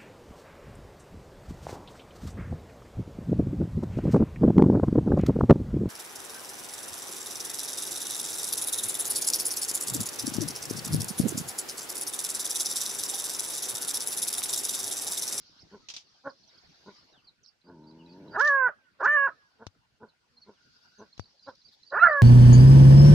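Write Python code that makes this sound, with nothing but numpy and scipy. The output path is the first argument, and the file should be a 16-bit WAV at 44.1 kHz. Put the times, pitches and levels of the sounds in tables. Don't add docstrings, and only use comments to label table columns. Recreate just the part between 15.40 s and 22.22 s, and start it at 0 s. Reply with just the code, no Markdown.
import sys
import numpy as np
from scipy import signal
from scipy.fft import rfft, irfft, next_fast_len
from scipy.io import wavfile
from scipy.ndimage import uniform_filter1d

SR = 44100
rng = np.random.default_rng(int(sys.argv[2]) if len(sys.argv) > 2 else 0)


def log_audio(samples):
    frames = np.atleast_2d(samples).T
    limited = np.clip(frames, -1, 1)
    pcm = np.round(limited * 32767).astype(np.int16)
    wavfile.write(sys.argv[1], SR, pcm)


def ratio(d):
    e = np.asarray(d, float) / 20
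    return 10 ** e


N = 300762

# (frequency [Hz], level [dB])
CAMERA_PARTS = [(200, -19.5), (800, -17.5), (1800, -18), (2800, -4), (6000, -1.5), (7400, -17.5),
                (9500, -30), (12000, -36.5), (15000, -41.5)]


def evened(x):
    return x / np.sqrt(np.mean(x ** 2) + 1e-20)


def read(points, hz):
    f, value = np.transpose(points)
    return np.interp(np.log(hz + 1), np.log(f + 1), value)


def add(mix, s, sound):
    part = mix[:, round(s * SR):][:, :sound.shape[-1]]
    part += sound[..., :part.shape[1]]


def panned(x, db):
    return x * ratio(np.array([[db / 2], [-db / 2]]))


def coloured(x, points, scale=1):
    size = next_fast_len(x.shape[-1] + 2048)
    gain = ratio(scale * read(points, np.fft.rfftfreq(size, 1 / SR)))
    return irfft(rfft(x, size) * gain, size)[..., :x.shape[-1]]


def hiss(points, patchy_db):
    # (frequency [Hz], likeness [0-1])
    likeness = [(60, .36), (230, .45), (500, .2), (1800, 0), (6920, .1)]
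    hz = np.fft.rfftfreq(512, 1 / SR)
    a, b, c, d, patches = rng.standard_normal((N // 128 + 5, 257, 5)).T
    patches = uniform_filter1d(patches, size=5, axis=0)
    patches = evened(uniform_filter1d(patches, size=14, axis=1))
    same = np.clip(read(likeness, hz), 0, 1)[:, None]
    left = a + 1j * b
    right = same * left + np.sqrt(1 - same ** 2) * (c + 1j * d)
    gain = ratio(read(points, hz)[:, None] + patchy_db * patches)
    noise = signal.istft(np.array([left, right]) * gain, nperseg=512, noverlap=384)[1]
    return evened(noise[:, :N])


def air():
    # (time [s], insects [dB], breeze [dB], far drone [dB]); at 2.8-2.92 s the drone's layer
    # # instead lends the end of the growl its band near 1.5 kHz
    strength = [(0.0, -62, -67, -72.5), (0.28, -66, -66, -78), (0.98, -68.5, -73.5, -101),
                (1.15, -66.5, -65, -69.5), (1.57, -64, -62.5, -86), (2.07, -89, -77.5, -81),
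                (2.34, -79, -75, -88), (2.7, -73, -66, -81), (2.8, -72, -69, -67),
                (2.92, -72.5, -63.5, -70.5), (3.04, -62, -56, -79), (3.279, -90, -69, -82),
                (3.97, -76.5, -69.5, -79.5), (4.67, -86.5, -76.5, -81), (5.1, -74, -71.5, -83.5),
                (5.25, -69.5, -73.5, -71.5), (5.42, -67, -74, -66.5), (5.66, -70.5, -71.5, -70),
                (5.75, -70, -71.5, -88.5), (6.82, -68, -76.5, -87)]
    # (frequency [Hz], level [dB])
    insect_colour = [(1180, -42.5), (2000, -18.5), (2870, -10), (3550, -3.5), (4690, 4), (5770, -3),
                     (7370, -20.5), (9580, -59), (16200, -120)]
    breeze_colour = [(25, -44.5), (60, -8), (110, -3.5), (250, -6.5), (500, -11), (1000, -11.5),
                     (2000, -15.5), (3200, -19.5), (5000, -42.5)]
    drone_colour = [(1000, -38.5), (1330, -17.5), (1480, -0.5), (1640, -18), (1900, -34.5), (2600, -32.5),
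                    (2800, -8), (3000, -42)]
    microphone_colour = [(20, -44), (42, -30), (75, -5.5), (130, 0), (700, -17.5), (1400, -17.5),
                         (2100, -11.5), (4800, -11), (7400, -21), (10000, -26.5), (15000, -37)]
    s, *levels_db = np.transpose(strength)
    insects, breeze, drone = (ratio(np.interp(np.arange(N) / SR, s, db)) for db in levels_db)
    far = drone * hiss(drone_colour, patchy_db=3.5)
    near = insects * ratio(1.5) * hiss(insect_colour, patchy_db=3)
    grass = breeze * hiss(breeze_colour, patchy_db=5.0)
    return near + grass + far + ratio(-77.5) * hiss(microphone_colour, patchy_db=2.0)


def noise_bursts():
    # (centre [s], length [s], level [dB], lowest frequency [Hz], highest frequency [Hz])
    bursts = [(2.989, .02, -58, 3590, 7500), (3.064, .12, -77, 7140, 14700),
              (3.612, .04, -64.5, 2570, 5500), (3.648, .045, -55.5, 4270, 7120),
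              (3.661, .08, -78, 8570, 11930), (3.689, .06, -65.5, 4000, 7200),
              (6.098, .05, -61, 3380, 5500), (6.155, .016, -62, 4040, 5600),
              (6.337, .065, -60, 3510, 4730), (6.286, .07, -73, 151.6, 762)]
    mix = np.zeros((2, N))
    for s, length, db, low_hz, high_hz in bursts:
        noise = rng.standard_normal((3, SR // 6))
        band_colour = [(.8 * low_hz, -30), (low_hz, 0), (high_hz, 0), (1.1 * high_hz, -30)]
        band = evened(coloured(noise[0] + noise[1:], band_colour))
        size = round(length * SR)
        add(mix, s - length / 2, ratio(db) * band[:, :size] * np.hanning(size))
    return mix


def warbler():
    # (delay [s], length [s], start pitch [Hz], end pitch [Hz], level [dB])
    phrase = [
        (0, 0.0078, 4114, 4020, 1),
        (.024, .05, 4715, 4593, 1.5),
        (.066, .012, 4750, 5050, 0),
        (0.072, .007, 4080, 3950, 0),
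    ]
    # (time [s], level [dB])
    song = [(2.214, -68), (2.438, -62), (2.66, -61), (2.879, -59), (5.768, -59.5), (5.994, -58),
            (6.215, -57), (6.431, -54), (6.657, -57)]
    chirps = []
    for s, db in song:
        for delay, length, from_hz, to_hz, part_db in phrase:
            from_hz = from_hz * rng.uniform(.98, 1.03)
            to_hz = to_hz * rng.uniform(.98, 1.02)
            chirps.append((s + delay, length, from_hz, to_hz, db + part_db + rng.uniform(-4, 2)))
    return chirps


def birds():
    # (time [s], length [s], start pitch [Hz], end pitch [Hz], level [dB])
    sweeps = [(0.186, 0.03, 3710, 6070, -56), (0.212, 0.017, 6080, 4340, -53.5),
              (0.894, 0.016, 5620, 3800, -54.5), (1.031, 0.016, 4800, 3970, -61),
              (1.069, 0.034, 6320, 4800, -61.5), (1.142, 0.013, 4760, 4100, -59.5),
              (1.172, 0.023, 5780, 3880, -56.5), (1.842, 0.018, 4780, 4600, -63.5),
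              (2.029, 0.031, 6730, 3600, -59), (2.06, 0.0054, 3670, 5830, -49),
              (2.07, 0.029, 5950, 4190, -55)]
    # (time
    # [s], length [s], start pitch [Hz], end pitch [Hz], level [dB])
    scattered = [(0.411, 0.064, 1350, 1210, -66), (1.09, 0.018, 3880, 3750, -63),
                 (1.63, 0.024, 5050, 5000, -77), (1.665, 0.077, 4990, 6020, -70.5),
                 (1.708, 0.11, 4370, 2370, -63.5), (1.865, 0.036, 4700, 3750, -54),
                 (2.584, 0.049, 3070, 2630, -62), (2.661, 0.068, 2556, 2485, -67.5),
                 (3.708, 0.048, 6540, 6466, -61), (4.681, 0.03, 4580, 3838, -66),
                 (4.909, 0.11, 245.4, 238.4, -72), (4.92, 0.074, 493, 477, -76),
                 (5.13, 0.074, 3786, 2430, -73.5), (4.964, 0.03, 4340, 4060, -59),
                 (5.013, 0.031, 4520, 4130, -54), (5.578, 0.036, 6560, 5700, -59),
                 (5.726, 0.011, 4300, 4146, -54.5), (5.855, 0.01, 4720, 4320, -54.5),
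                 (3.845, 0.03, 6630, 6490, -72.5), (6.59, 0.065, 3790, 4350, -57)]
    mix, t = np.zeros((2, N)), np.arange(5000) / SR
    for chirps, pan_db in ((sweeps, -7), (scattered, -2.5), (warbler(), -5)):
        for s, length, from_hz, to_hz, db in chirps:
            hz = np.linspace(from_hz, to_hz, round(length * SR))
            waver = evened(uniform_filter1d(rng.standard_normal(6000), size=90))[:len(hz)]
            hz = hz * (1 + .016 * waver)
            whistle = np.sin(2 * np.pi * np.cumsum(hz) / SR) * signal.windows.tukey(len(hz), .6)
            add(mix, s, panned(ratio(db - 0.5) * whistle, pan_db))
    twigs = rng.standard_normal((2, len(t))) * ratio(-60 * t / .13)
    twigs = twigs / np.linalg.norm(twigs[0])
    return mix + ratio(-4) * signal.fftconvolve(mix, twigs, axes=1)[:, :N]


def shutter():
    # (delay [s], level [dB], time to fade by 60 dB [s], left over right [dB])
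    slaps = [(0, 1, 0.12, -1.5), (0.0144, 0, .15, 1), (.052, -2, .28, -0.5), (.078, 1.5, .14, 1.5)]
    # (time [s], level [dB], slaps that
    firings = [
        (0.4863, -30, 4),
        (2.996, -32.5, 4),
        (3.6465, -40.5, 1),
    ]
    mix, t = np.zeros((2, N)), np.arange(4000) / SR
    for s, db, parts in firings:
        for delay, part_db, t60, pan_db in slaps[:round(parts)]:
            noise = rng.standard_normal((3, len(t)))
            rattle = evened(coloured(noise[0] + 2.6 * noise[1:], CAMERA_PARTS))
            fade = ratio(-60 * t / 0.045) + 0.9 * ratio(-60 * t / t60)
            slap = panned(rattle * fade * np.minimum(t / 0.0005, 1), pan_db)
            add(mix, s + delay, ratio(db + part_db - 12.0) * slap)
    return mix


def finger_shifts():
    # (time [s], level [dB], pitch [Hz])
    touches = [(0.007, -68, 153), (0.096, -72, 324), (0.164, -74, 270), (0.229, -66, 326),
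               (1.776, -72, 236)]
    mix, t = np.zeros((2, N)), np.arange(1500) / SR
    for s, db, hz in touches:
        add(mix, s, ratio(db + 17 - 60 * t / 0.025) * np.sin(2 * np.pi * hz * t))
    return mix


def knocks():
    # (time [s], thump level [dB], left over right [dB], tick level [dB])
    hits = [
        (4.267, -27.5, 12.5, -42.5),
        (5.778, -42.5, 27.5, -49),
        (5.795, -20.5, 43, -43),
    ]
    mix, t = np.zeros((2, N)), np.arange(5000) / SR
    for s, db, pan_db, tick_db in hits:
        ring = np.sin(2 * np.pi * 95 * (t - .0015)) * ratio(-60 * t / 0.066) * np.minimum(t / .002, 1)
        push = -1.9 * np.exp(-((t - .0012) / 0.00021) ** 2)
        tick = evened(coloured(rng.standard_normal((2, len(t))), CAMERA_PARTS))
        tick = tick * ratio(tick_db - 60 * t / 0.037)
        add(mix, s, ratio(db - 4) * (ring + push) * ratio(np.array([[0], [-pan_db]])) + tick)
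    return mix


def grassland(x):
    t = np.arange(SR // 2) / SR
    echoes = rng.choice([-1., 1.], (2, len(t))) * (rng.random((2, len(t))) < .04)
    near = (echoes[0] + .4 * echoes) * ratio(-60 * t / .012) * (t > .0003)
    near = coloured(near, [(300, -14), (1200, 0)])
    far = echoes * ratio(-60 * t / 0.093) * (t > .03)
    trees = echoes * np.exp(-((t - .215) / 0.0039) ** 2)
    trees = coloured(trees, [(900, -20), (1600, 3.5), (5000, -0.5)])
    tail = 0
    for db, part in ((-5.5, near), (-21, far), (-45.5, trees)):
        tail = tail + ratio(db) * part / np.linalg.norm(part, axis=1, keepdims=True)
    return signal.fftconvolve(x, tail, axes=1)[:, :N]


def shaded(x):
    # (centre [s], length [s], share lost [0-1])
    shades = [(3.03, .04, 0.67), (3.19, .04, 0.86), (3.225, .04, 0.46), (3.77, 0.054, 0.4),
              (3.81, 0.053, 0.4), (6.66, 0.016, 0), (6.74, 0.044, 0.7)]
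    # (frequency [Hz], level [dB])
    shaded_band = [(800, -29.5), (1150, -11.5), (1450, -7.5), (1620, 3), (1800, -1), (2200, -12)]
    shimmer = .3
    t = np.arange(N) / SR
    lost = sum(share * np.exp(-(2 * (t - s) / length) ** 2) for s, length, share in shades)
    lost = np.clip(lost, 0, 1)
    drift = uniform_filter1d(uniform_filter1d(rng.standard_normal(N), size=900), size=900)
    upper = coloured(x[0], [(300, -20), (600, -8), (1300, 0)])
    turned = signal.hilbert(upper, next_fast_len(N))[:N].imag
    left = x[0] - lost * coloured(x[0], shaded_band) + shimmer * evened(drift) * turned
    return np.array([left, x[1]])


def voice(rows, throat, faults, jitter, lag, count):
    s, *columns = np.transpose(rows)
    t = np.arange(s[0], s[-1], 1 / SR)
    hz, level_db, shift = (np.interp(t, s, c) for c in columns)
    rough, sub, flutter, catch_db, low_db, top_db, air_db, tongue_db = faults(t, hz)
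    rough = np.clip(rough, 0, 1)
    wobble = evened(uniform_filter1d(rng.standard_normal(SR), size=150))[:len(t)]
    beat = np.exp(2j * np.pi * 73 * (t - 6.686))
    turns = np.cumsum(hz * (1 + jitter * rough * wobble + 0.062 * flutter * beat.imag)) / SR
    k = np.arange(1, 2 * count + 1)[:, None] / 2
    line_hz = k * hz
    lift_db = low_db * np.clip(np.minimum(8.2 - line_hz / 100, line_hz / 100 - 3.3), 0, 1)
    lift_db = lift_db + top_db * np.clip(np.minimum(line_hz / 300 - 6.3, 7.6 - line_hz / 400), 0, 1)
    lift_db = lift_db + air_db * np.clip(line_hz / 200 - 11.5, 0, 1)
    lift_db = lift_db + tongue_db * np.clip(np.minimum(line_hz / 100 - 14.5, 23 - line_hz / 100), 0, 1)
    uneven = np.where(k % 1, sub * np.minimum(k / 2.4, 1) ** 2, 1)
    height = ratio(read(throat, line_hz / shift) + lift_db) * uneven
    folds = (height * np.cos(2 * np.pi * k * turns - lag * k ** 2)).sum(0)
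    folds = folds / np.sqrt((height ** 2).sum(0) / 2)
    puffs = (.6 + np.exp(-(turns % 1) / 0.11)) * rng.standard_normal(SR)[:len(t)]
    sound = np.sqrt(1 - rough ** 2) * folds + rough * evened(coloured(puffs, throat))
    sound = sound * (1 + flutter * beat.real)
    edge = np.clip(np.minimum(t - s[0], s[-1] - t) * 200, 0, 1)
    return s[0], ratio(level_db + catch_db) * edge * sound


def huffs():
    # (time [s], peak level [dB], pitch [Hz], length [s], mouth opening [0-1])
    breaths = [(0.325, -40.5, 202.9, 0.11, 0), (0.86, -27.5, 270.9, 0.078, 0.6),
               (1.47, -40, 199.2, 0.091, 0.1), (2.278, -46, 211.5, 0.12, 0.2),
               (4.208, -42.5, 224.7, 0.093, 0.5), (4.618, -39.5, 226.5, 0.096, 0.25),
               (5.075, -45.5, 211, 0.1, 0.1), (5.599, -39.5, 210.3, .1, 0.22),
               (6.078, -31.5, 273.4, 0.059, 0.6)]
    # (frequency [Hz], level [dB])
    open_throat = [(59, -57), (100, -7), (220, -15), (391, -20.5), (557, 5.5), (923, -12), (1090, 5.5),
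                   (1330, -4.5), (1640, 9), (2600, -43), (3380, -76), (5720, -120)]
    soft_throat = [(60, -8), (150, -1.5), (270, 3), (500, 2.5), (780, -22), (1000, -3), (1200, -30),
                   (1450, -4.5), (1750, -65), (2500, -54)]
    rough_shut, rough_open, jaw_rise = .45, .24, .7
    mix = np.zeros((2, N))
    for s, db, hz, length, mouth in breaths:
        throat = [(f, mouth * read(open_throat, f) + (1 - mouth) * read(soft_throat, f))
                  for f in np.geomspace(60, 4000, num=60)]
        # (place in lengths, pitch factor, level [dB])
        shape = [(-.17 - .25 * mouth, 1, -39), (-.07, .97, -15), (.2, 1.03, -4.5), (.45, .97, -19),
                 (.85, 0.6, -42)]
        rows = [(s + p * length, f * hz, db + d, np.clip(1 + jaw_rise * p, .5, 1)) for p, f, d in shape]
        rough = rough_shut + (rough_open - rough_shut) * mouth
        sub = .4 - .35 * mouth

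        def faults(t, hz):
            return rough, sub, 0, 0, 0, 0, 0, 0
        add(mix, *voice(rows, throat, faults, jitter=0.14, lag=0.1, count=10))
    return mix


def growl():
    # (time [s], pitch [Hz], level [dB])
    course = [(2.239, 88.2, -67), (2.3, 91.7, -51.5), (2.391, 74.97, -52.5), (2.6, 81.37, -52.5),
              (2.698, 86.26, -53.5), (2.83, 99.6, -49), (2.919, 102.4, -50), (2.97, 117.4, -49.5)]
    # (frequency [Hz], level [dB])
    shut_throat = [(40, -29), (90, -12.5), (160, 1), (320, 1.5), (480, -12), (620, -12), (760, -34.5),
                   (920, -9), (1080, -41.5), (1450, -26), (1800, -36), (2500, -57)]

    def faults(t, hz):
        above = np.maximum(hz - 85, 0)
        return .3 + .018 * above, .1, 0, 0, 0.58 * above, 0, 0, 0
    mix = np.zeros((2, N))
    add(mix, *voice([(*row, 1) for row in course], shut_throat, faults, jitter=.13, lag=-.42, count=20))
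    return mix


def spell(t, s, length):
    return np.clip(3 - 6 * abs(t - s) / length, 0, 1)


def spells(t, table):
    return sum(spell(t, s, length) * np.array(depths)[:, None] for s, length, *depths in table)


def yelp(rows, attack, low_db, top_db, air_db):
    # (frequency [Hz], level [dB])
    wide_throat = [(120, -29), (380, -15), (575, -6), (820, -14), (1150, -2), (1350, 9.5), (1750, 0),
                   (2000, -12.5), (2300, -35.5), (2800, -31), (3400, -54), (4200, -66), (9000, -85)]
    # (delay [s], pitch [factor], level [dB])
    release = [(.009, .93, -3.5), (.021, .66, -9), (.04, .56, -26), (.055, .55, -52)]
    # (pitch [Hz], roughness [0-1], strong-weak pulses [0-1])
    slack = [(300, .38, .08), (400, .11, .03), (540, .028, .015)]
    # (pitch [Hz], lift [dB])
    nasal = [(290, 22.5), (400, 1), (450, -5.5), (560, -6)]
    # (centre [s], length [s], roughness [0-1], strong-weak pulses [0-1], flutter depth [0-1])
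    breaks = [(2.952, .056, .55, .2, 0), (3.295, .04, .3, .1, 0), (3.61, .04, .3, .1, 0),
              (3.669, .022, .55, .25, 0), (3.684, .02, .14, .15, 0), (3.89, .04, .3, .1, 0),
              (6.53, .04, .15, .1, 0), (6.56, .03, .08, .1, 0), (6.585, .02, .24, .12, 0),
              (6.606, .03, .12, .14, .1), (6.655, .044, .13, .4, 0), (6.689, .056, .09, 0, .5),
              (6.735, .09, .05, .06, 0)]
    # (centre [s], length [s], level [dB], low resonance [dB], top partials [dB])
    catches = [(3.23, 0.15, 0, -1.5, 12.5), (4, .014, -2.5, -15, 0), (3.74, 0.033, 1, 2.7, -2.5),
               (6.567, .03, 1.5, -3.3, 1), (3.824, 0.12, -1.9, 0, 1.5), (6.586, 0.018, -6.5, 1.5, -2),
               (6.608, 0.025, -3, -35.5, 11), (6.6, 0.1, 2.54, 1.5, 5), (6.655, .03, -0.5, -11, 2),
               (6.697, .034, -2.5, 5.5, 4.5), (6.756, 0.28, 0.5, 7.5, -7)]
    # (centre [s], length [s], lift [dB])
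    tongue = [(3.2, .03, 0.5), (3.258, .04, -0.5), (6.612, .024, -23), (6.664, .05, 2), (6.68, 0.049, 6.5),
              (6.8, .06, 4.5)]
    (s, _, db, shift), (end, end_hz, end_db, end_shift) = rows[0], rows[-1]
    chest = [(s - attack, 277.25, db - 43.5, shift)]
    fall = [(end + d, f * end_hz, end_db + drop_db, end_shift * 0.97) for d, f, drop_db in release]

    def faults(t, hz):
        at, slack_rough, slack_sub = np.transpose(slack)
        rough, sub, flutter = spells(t, breaks)
        catch_db, shut_db, wide_db = spells(t, catches)
        tongue_db, = spells(t, tongue)
        rough = rough + np.interp(hz, at, slack_rough)
        sub = sub + np.interp(hz, at, slack_sub)
        resonance_db = low_db + shut_db + read(nasal, hz)
        return rough, sub, flutter, catch_db, resonance_db, top_db + wide_db, air_db, tongue_db
    return voice(chest + rows + fall, wide_throat, faults, jitter=0.13, lag=.1, count=12)


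def jackal():
    # (time [s], pitch [Hz], level [dB], throat shift [factor])
    yelps = [
        [(2.962, 313.2, -30, 0.63), (2.98, 406.7, -27, 0.79), (3.0, 447, -18, 0.95), (3.018, 551.4, -22, 1.023),
         (3.04, 577, -23.5, 1.015), (3.07, 604.5, -22.5, 1.05), (3.107, 560.2, -22.5, .95),
         (3.158, 550.2, -23, 0.95), (3.27, 491.7, -23, 0.98)],
        [(3.607, 288.2, -31.5, 0.79), (3.624, 298.9, -30, 0.82), (3.634, 389.3, -24.5, 0.89),
         (3.652, 424.4, -17.5, 0.91), (3.672, 571, -23.5, 1.025), (3.73, 600, -25, 1.082),
         (3.766, 587, -21, 1.0), (3.771, 563.5, -20, 0.98), (3.865, 548.9, -22.5, 0.95)],
        [(6.526, 280.6, -32.5, 0.76), (6.543, 300.8, -28.5, 0.98), (6.555, 378.4, -28, 0.88),
         (6.575, 447.4, -24, 0.92), (6.596, 624, -22.5, 1), (6.634, 707, -13, 1), (6.672, 681.6, -15, 1.0),
         (6.708, 598.3, -22.5, 1), (6.86, 528.3, -29, 0.87)],
    ]
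    # (attack [s], lift of the low resonance [dB], lift of about 2-2.9 kHz [dB], further lift above
    # 2.4 kHz [dB], head turn left over right [dB])
    manner = [(0.065, 3, -2, -13, -1), (0.021, -1, 4, -1, -1), (.024, 1.5, 4, -5, -1.4)]
    # (frequency [Hz], left over right [dB])
    ears = [(250, .4), (550, -.5), (840, -1.6), (1120, -2.6), (1400, -2.8), (1750, -2), (2400, -2.4),
            (4000, -3)]
    mix = growl() + huffs()
    for rows, (*settings, pan_db) in zip(yelps, manner):
        s, sound = yelp(rows, *settings)
        add(mix, s, panned(sound, pan_db))
    return np.array([coloured(mix[0], ears, .5), coloured(mix[1], ears, -.5)])


def scene():
    animal = jackal()
    background = air() + noise_bursts() + birds()
    camera_noises = shutter() + finger_shifts() + knocks()
    return background + camera_noises + shaded(animal + grassland(animal))


def band_limit(x):
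    return signal.sosfilt(signal.butter(12, 15100, fs=SR, output="sos"), x)


def record(dry):
    # (frequency [Hz], level [dB])
    low_cut = [(22, -9), (42, -3), (65, 0)]
    rumble = coloured(abs(dry), [(15, -38.0), (60, -16), (120, 0.0), (250, -2.5), (400, -39.0)])
    return band_limit(coloured(dry + ratio(-19.0) * rumble, low_cut))


dry = scene()
out = record(dry)
log_audio(out)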